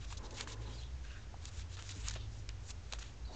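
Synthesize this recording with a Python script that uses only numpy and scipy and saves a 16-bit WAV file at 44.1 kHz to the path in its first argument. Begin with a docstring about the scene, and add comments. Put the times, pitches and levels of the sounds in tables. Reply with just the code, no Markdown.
"""Hands turn a cardstock card over a stack of paper, close to a small microphone, by an open window or outdoors.
Ticks, slides and scuffs are enveloped noise coloured by the card's resonances; slides and scuffs add tiny
catches. The card drags as noise through a hollow. A far vehicle (two sines) revs up and drops back, another
motor idles and a faint hum holds, over a traffic rumble of shaped noise. A small bird twitters in gliding sines."""
import sys
import numpy as np
from scipy import signal
from scipy.fft import rfft, irfft, next_fast_len
from scipy.io import wavfile
from scipy.ndimage import uniform_filter1d

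SR = 44100
rng = np.random.default_rng(int(sys.argv[2]) if len(sys.argv) > 2 else 0)


def transcribe(signal):
    """Save signal, clipped to [-1, 1], as a 16-bit WAV file at the path in sys.argv[1]."""
    frames = np.atleast_2d(signal).T
    limited = np.clip(frames, -1, 1)
    pcm = np.round(limited * 32767).astype(np.int16)
    wavfile.write(sys.argv[1], SR, pcm)


def ratio(d):
    """dB to gain"""
    e = np.asarray(d, float) / 20
    return 10 ** e


N = 147735

# card resonances, shared by ticks, slides and scuffs: (centre [Hz], width [Hz], gain [dB])
CARD_MODES = [(990, 540, 9.5), (1590, 360, 6.5), (2580, 750, 2.5), (3750, 960, 4), (5900, 590, -2),
              (7090, 900, 7)]
# sheets slide: (start [s], length [s], top level [dB], centre [Hz], spread [octaves])
SLIDES = [(0, 0.049, -55, 3500, 1.22), (.06, 0.071, -58, 4530, 0.66), (.225, 0.042, -55.5, 4440, 0.6),
          (.335, 0.04, -52.5, 4800, 0.66), (.37, 0.035, -45.5, 3450, 1.43), (.66, 0.16, -61, 5000, 0.9),
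          (1.09, .08, -59, 1530, 0.24), (1.05, 0.125, -63.5, 2700, 0.16), (1.41, 0.08, -54.5, 4470, 1.76),
          (1.51, 0.11, -54, 4270, 1.1), (1.69, 0.063, -55, 4160, 1.11), (1.83, 0.067, -52.5, 4600, 1.26),
          (1.89, 0.035, -49, 4520, 1.55), (1.93, 0.1, -53, 5500, 1.35), (2.035, 0.061, -46, 4050, 1.2),
          (2.3, 0.1, -62.5, 5200, 0.66), (2.62, 0.089, -57, 6440, 0.51), (2.685, 0.027, -52, 3414, 1.6),
          (2.82, .05, -66.5, 4000, 1.4), (2.885, 0.03, -64, 5000, 1.3), (3.0, 0.026, -51, 3850, 1.3),
          (3.27, 0.08, -56.5, 550, 0.53), (3.32, 0.035, -57.5, 5000, 1.2)]
# far engine: (time [s], firing rate [Hz], level of 1st multiple [dB], level of 2nd multiple [dB])
ENGINE = [(0, 50.24, -52.5, -49.5), (0.282, 42.37, -51, -59.5), (0.449, 47.83, -60, -52),
          (0.619, 54.92, -49.5, -50), (0.798, 57.63, -46.5, -52), (1.001, 65.25, -45, -66.5),
          (1.201, 73.6, -63, -84), (1.6, 86.47, -51.5, -81.5), (1.9, 96.96, -50.5, -75),
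          (2.149, 104.2, -52, -68.5), (2.331, 108.5, -49.5, -85), (2.52, 97.36, -50.5, -91),
          (2.752, 85.2, -55, -67), (2.952, 71.7, -64.5, -79), (3.35, 60, -60, -79)]
# idling motor further off: (time [s], level before IDLE_TRIM_DB [dB])
IDLE = [(0.0, -59), (0.16, -46), (0.49, -63), (0.65, -55.5), (1.41, -54), (1.6, -45.5), (1.65, -53),
        (1.92, -59), (2.03, -42), (2.43, -55.5), (2.5, -43.5), (2.81, -57), (3.0, -40), (3.08, -69),
        (3.26, -43.5), (3.35, -52)]
# traffic and air spectrum: (frequency [Hz], relative density [dB per Hz])
TRAFFIC_SPECTRUM = [(20, -16), (35, -9.5), (55, -4.5), (75, -4), (118, -11.5), (135, -21.5), (250, -24),
                    (600, -30.5), (1500, -34.5), (4000, -39), (7000, -39), (9000, -47)]
# sheets scuff: (start [s], length [s], top level [dB], centre [Hz], spread [octaves])
SCUFFS = [(.102, 0.054, -51.5, 4050, 2.1), (.169, 0.019, -46.5, 4880, 0.52), (.308, 0.033, -57, 5270, 1.1),
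          (.412, 0.033, -48.5, 3860, 1.2), (.474, 0.07, -48, 4340, 1.1), (.608, 0.24, -59.5, 3400, 1.045),
          (.82, 0.093, -63, 3340, 0.2), (1.035, 0.21, -61.5, 3400, 0.88), (1.04, 0.047, -63, 1570, 0.23),
          (1.15, 0.085, -65, 1600, 0.22), (1.769, 0.03, -52, 3090, 1.46), (1.787, 0.082, -52.5, 3500, 1.6),
          (2.085, 0.0093, -48, 4000, 1.3), (2.11, 0.032, -51.5, 3480, 1), (2.135, 0.033, -52, 3970, 1.6),
          (2.165, 0.11, -60, 3940, 0.47), (2.492, 0.019, -55, 2570, 0.59), (2.937, 0.037, -53, 3470, 1.3),
          (2.988, 0.015, -48.5, 5470, 0.58), (3.035, 0.077, -57, 3530, 0.92)]
# edges snap: (start [s], level before TICK_SCALE [dB], centre [Hz], spread [octaves], fade scale [ms])
TICKS = [(0.1249, -35, 1800, 1.9, 4.1), (0.3081, -39.5, 3800, 0.65, 1.9), (0.38, -38, 3470, 1.6, 5.9),
         (0.4088, -24, 3490, 1.2, 2.3), (0.4737, -32.5, 1930, 1.1, 2.6), (1.341, -40, 758, 0.51, 5),
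         (1.4545, -30.5, 5200, 1.26, 1.8), (1.7693, -36, 1883, 1, 0.81), (1.8925, -35, 2880, 0.6, 2.2),
         (1.909, -38.5, 6500, 0.45, 3.7), (1.918, -48, 3800, 0.34, 2.2), (1.96, -42.5, 205, 0.4, 12),
         (2.0799, -32, 1300, 0.19, 1.28), (2.084, -20, 5600, 0.89, 1.47), (2.097, -39, 4000, 1.08, 3.9),
         (2.1087, -34.5, 3470, 1.3, 5.9), (2.151, -41, 2446, 0.89, 17), (2.158, -40, 324, 0.67, 7.1),
         (2.4905, -29, 3080, 0.74, 1.27), (2.7042, -38, 4970, 0.75, 5.6), (2.918, -46, 1990, 1.8, 3.6),
         (2.924, -27.5, 3290, 0.82, 2.4), (2.925, -44.5, 480, 0.61, 16), (2.9347, -25, 3250, 1.3, 1.46),
         (2.986, -41.5, 2437, 2.34, 7), (3.027, -37, 2970, 0.95, 2.5)]
# card drags on the stack: (start [s], length [s], level before the sag [dB])
DRAGS = [(.14, 0.75, -54.5), (1.85, 0.33, -62.5), (3.25, .3, -58.5)]
# hollow under the card, summed gain applied twice: (centre [Hz], width [Hz], gain per pass [dB])
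HOLLOW_MODES = [(265.5, 80, 1.5), (431, 140, 0), (540, 120, -2.5), (860, 70, -2), (1014, 81, -1),
                (1430, 1200, -6)]
# twitter notes: (start [s], length [s], from [Hz], to [Hz], level [dB])
BIRD_NOTES = [(0.654, 0.024, 3980, 3940, -67), (0.688, 0.059, 3290, 3270, -66.5),
              (0.722, 0.019, 3840, 3750, -64.5), (.73, 0.027, 4740, 4930, -64),
              (.77, 0.034, 4560, 3750, -62), (0.812, 0.024, 3020, 3480, -65),
              (2.165, 0.019, 3750, 3700, -63), (2.196, .03, 4580, 4370, -69),
              (2.192, 0.019, 3060, 3170, -64.5), (2.211, 0.022, 3590, 3640, -67.5),
              (3.246, 0.028, 4270, 4220, -63.5), (3.276, .018, 3830, 3790, -66),
              (3.306, 0.026, 3770, 3740, -67), (3.326, 0.019, 4160, 4350, -62)]

CARD_BARE_DB = -6  # the part that does not ring
CATCHES_PER_S, CATCH_SPREAD_DB, CATCH_DB = 500, 3, -6.5
PATCHY_DB, MOTTLE_DB = 1, 2  # rms level wander: overall, per band
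SLIDE_RISE_POWER, STOP_S = 0.49, 0.0035
SCUFF_ATTACK_S, SCUFF_SAG = 0.0042, 0.68
TICK_SCALE = 0.37
IDLE_HZ, IDLE_WAVER_HZ, IDLE_TRIM_DB = 55.2, 2.184, -2.0
HUM_HZ, HUM_DB = 119.5, -66
TRAFFIC_DB, SWELL_DB = -51, 1
DRAG_SAG_DB_PER_S, DRAG_RISE_S, DRAG_FALL_S = 6.1, 0.091, 0.17
BIRD_ECHO_DB, BIRD_T60_S, BIRD_WOBBLE = 2, 0.25, 0.042  # wobble: rms fraction of pitch
MIC_TOP_HZ, OFFSET = 7330, 0.0015


def colour(x, gain):
    """Filters x by a gain that is a function of frequency in Hz."""
    n = next_fast_len(len(x))
    hz = np.arange(n // 2 + 1) * SR / n + 1  # +1 keeps logs finite
    return irfft(rfft(x, n) * gain(hz), n)[:len(x)]


def unit(x):
    """Scales to rms 1."""
    return x / np.sqrt(np.mean(x ** 2))


def ring(hz, modes):
    """Gain of broad resonances, summed in power."""
    return np.sqrt(sum(ratio(2 * db) / (1 + (2 * (hz - f) / w) ** 2) for f, w, db in modes))


def walk(steps_per_s):
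    """Slow random curve of rms 1: smoothed random steps."""
    k = int(SR / steps_per_s)
    steps = np.repeat(rng.standard_normal(N // k + 1), k)
    return unit(uniform_filter1d(steps, k)[:N])


def place(rows, source, shape, pad=2048):
    """Cuts each event from running noise, colours it by the card and its own brightness, and shapes it."""
    out = np.zeros(N + SR)
    for start_s, length_s, db, centre_hz, octaves in rows:
        i, n = int(start_s * SR), int(length_s * SR) + pad

        def tone(hz):
            card = ring(hz, CARD_MODES) + ratio(CARD_BARE_DB)
            return card * np.exp(-0.5 * (np.log2(hz / centre_hz) / octaves) ** 2)

        env = shape(np.arange(n) / SR, length_s)
        event = unit(colour(source[i:i + n], tone) * env)
        out[i:i + n] += ratio(db) * event * np.sqrt(np.mean(env ** 2))
    return out[:N]


def fibres():
    """Rubbing paper: hiss with tiny catches, patchy overall and in each half-octave band."""
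    n = N + SR
    hits = rng.random(n) < CATCHES_PER_S / SR
    sizes = ratio(CATCH_SPREAD_DB * rng.exponential(size=n))
    catches = hits * sizes * rng.choice([-1, 1], n)
    raw = rng.standard_normal(n) + ratio(CATCH_DB) * unit(catches)
    rub = np.zeros(n)
    for centre_hz in 250 * 2 ** (np.arange(12) / 2):
        band = colour(raw, lambda f: np.cos(np.pi / 2 * np.clip(np.log2(f / centre_hz) * 2, -1, 1)) ** 2)
        rub += np.resize(ratio(MOTTLE_DB * walk(45)), n) * band
    return np.resize(ratio(PATCHY_DB * walk(90)), n) * rub


def slides():
    """Sheets slide: the rub swells, then stops."""
    def shape(t, length_s):
        swell = np.minimum(t / length_s, 1) ** SLIDE_RISE_POWER
        return swell * np.exp(-np.maximum(t - length_s, 0) / (STOP_S + 0.055 * length_s))

    return place(SLIDES, fibres(), shape)


def engine(t):
    """Only the two lowest multiples of the firing rate carry this far, wavering."""
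    s, hz, first_db, second_db = np.array(ENGINE).T
    firing_hz = np.interp(t, s, hz) * (1 + 0.007 * walk(12))
    phase = 2 * np.pi * np.cumsum(firing_hz) / SR + 6 * rng.random()
    first = ratio(np.interp(t, s, first_db) + 0.94 * walk(12)) * np.sin(phase)
    second = ratio(np.interp(t, s, second_db) + 1.7 * walk(9.2)) * np.sin(2 * phase)
    return np.sqrt(2) * (first + second)


def idle(t):
    """A motor further off: one low sine of wavering pitch that comes and goes."""
    s, db = np.array(IDLE).T
    tone = np.sin(2 * np.pi * np.cumsum(IDLE_HZ + IDLE_WAVER_HZ * walk(8)) / SR)
    return np.sqrt(2) * ratio(np.interp(t, s, db) + IDLE_TRIM_DB) * tone


def hum(t):
    """A faint sine of fixed pitch, its level wandering slowly."""
    return np.sqrt(2) * ratio(HUM_DB + 2 * walk(3.3)) * np.sin(2 * np.pi * HUM_HZ * t)


def traffic():
    """Shaped noise: rumble and thin air hiss; the bass swells slowly."""
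    hz, db = np.array(TRAFFIC_SPECTRUM).T
    shaped = colour(rng.standard_normal(N), lambda f: ratio(np.interp(np.log(f), np.log(hz), db)))
    noise = ratio(TRAFFIC_DB) * unit(shaped)
    bass = colour(noise, lambda f: 1 / (1 + (f / 130) ** 8))
    return noise + bass * (ratio(SWELL_DB * walk(2.5)) - 1)


def scuffs():
    """Sheets scuff: the rub starts suddenly, sags, then stops."""
    def shape(t, length_s):
        attack = np.minimum(t / SCUFF_ATTACK_S, 1)
        sag = np.clip(1 - SCUFF_SAG * t / length_s, 0, 1)
        return attack * sag * np.exp(-np.maximum(t - length_s, 0) / STOP_S)

    return place(SCUFFS, fibres(), shape)


def ticks():
    """Edges snap: noise bursts with a fast rise, a brief hold and an exponential fade."""
    def shape(t, fade_s):
        rise = np.minimum(t / (0.088 * fade_s), 1)
        return TICK_SCALE * rise * np.exp(-np.maximum(t - 0.55 * fade_s, 0) / (0.9 * fade_s))

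    rows = [(s, fade_ms / 1000, db, hz, octaves) for s, db, hz, octaves, fade_ms in TICKS]
    return place(rows, rng.standard_normal(N + SR), shape)


def drag(t):
    """A dull hush through the hollow under the card: it rises, sags and falls away."""
    env = np.zeros(N)
    for s, length_s, db in DRAGS:
        ramps = np.minimum((t - s) / DRAG_RISE_S, (s + length_s - t) / DRAG_FALL_S)
        env += ratio(db - DRAG_SAG_DB_PER_S * (t - s)) * np.clip(ramps, 0, 1)
    hush = unit(colour(rng.standard_normal(N), lambda f: ring(f, HOLLOW_MODES) ** 2))
    return env * ratio(1.2 * walk(30)) * hush


def bird(t):
    """Short gliding near-sine notes, smeared by echoes (decaying noise)."""
    notes, wobble = np.zeros(N), 1 + BIRD_WOBBLE * walk(250)
    for s, length_s, from_hz, to_hz, db in BIRD_NOTES:
        u = np.clip((t - s) / length_s, 0, 1)
        phase = 2 * np.pi * np.cumsum((from_hz + (to_hz - from_hz) * u) * wobble) / SR
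        notes += ratio(db) * np.sqrt(2 * np.sin(np.pi * u)) * np.sin(phase)
    tail = rng.standard_normal(SR // 4) * ratio(-60 * t[:SR // 4] / BIRD_T60_S)
    echo = signal.fftconvolve(notes, tail / np.sqrt(np.sum(tail ** 2)))[:N]
    return notes + ratio(BIRD_ECHO_DB) * echo


def scene():
    """Everything reaches one microphone."""
    t = np.arange(N) / SR
    paper = slides() + scuffs() + ticks()
    background = engine(t) + idle(t) + hum(t) + traffic()
    return (paper + drag(t) + background + bird(t))[None]


def top_cut(x):
    """Nothing passes above the cut-off."""
    return signal.sosfilt(signal.butter(12, 8990, fs=SR, output="sos"), x)


def record(dry):
    """The microphone chain rolls off the top and adds a small constant offset."""
    def rolloff(hz):
        return 1 / np.sqrt(1 + (hz / MIC_TOP_HZ) ** 16) / (1 + (hz / 8960) ** 140)

    mix = colour(dry[0], rolloff)[None] + OFFSET
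    return top_cut(mix)


dry = scene()
out = record(dry)
transcribe(out)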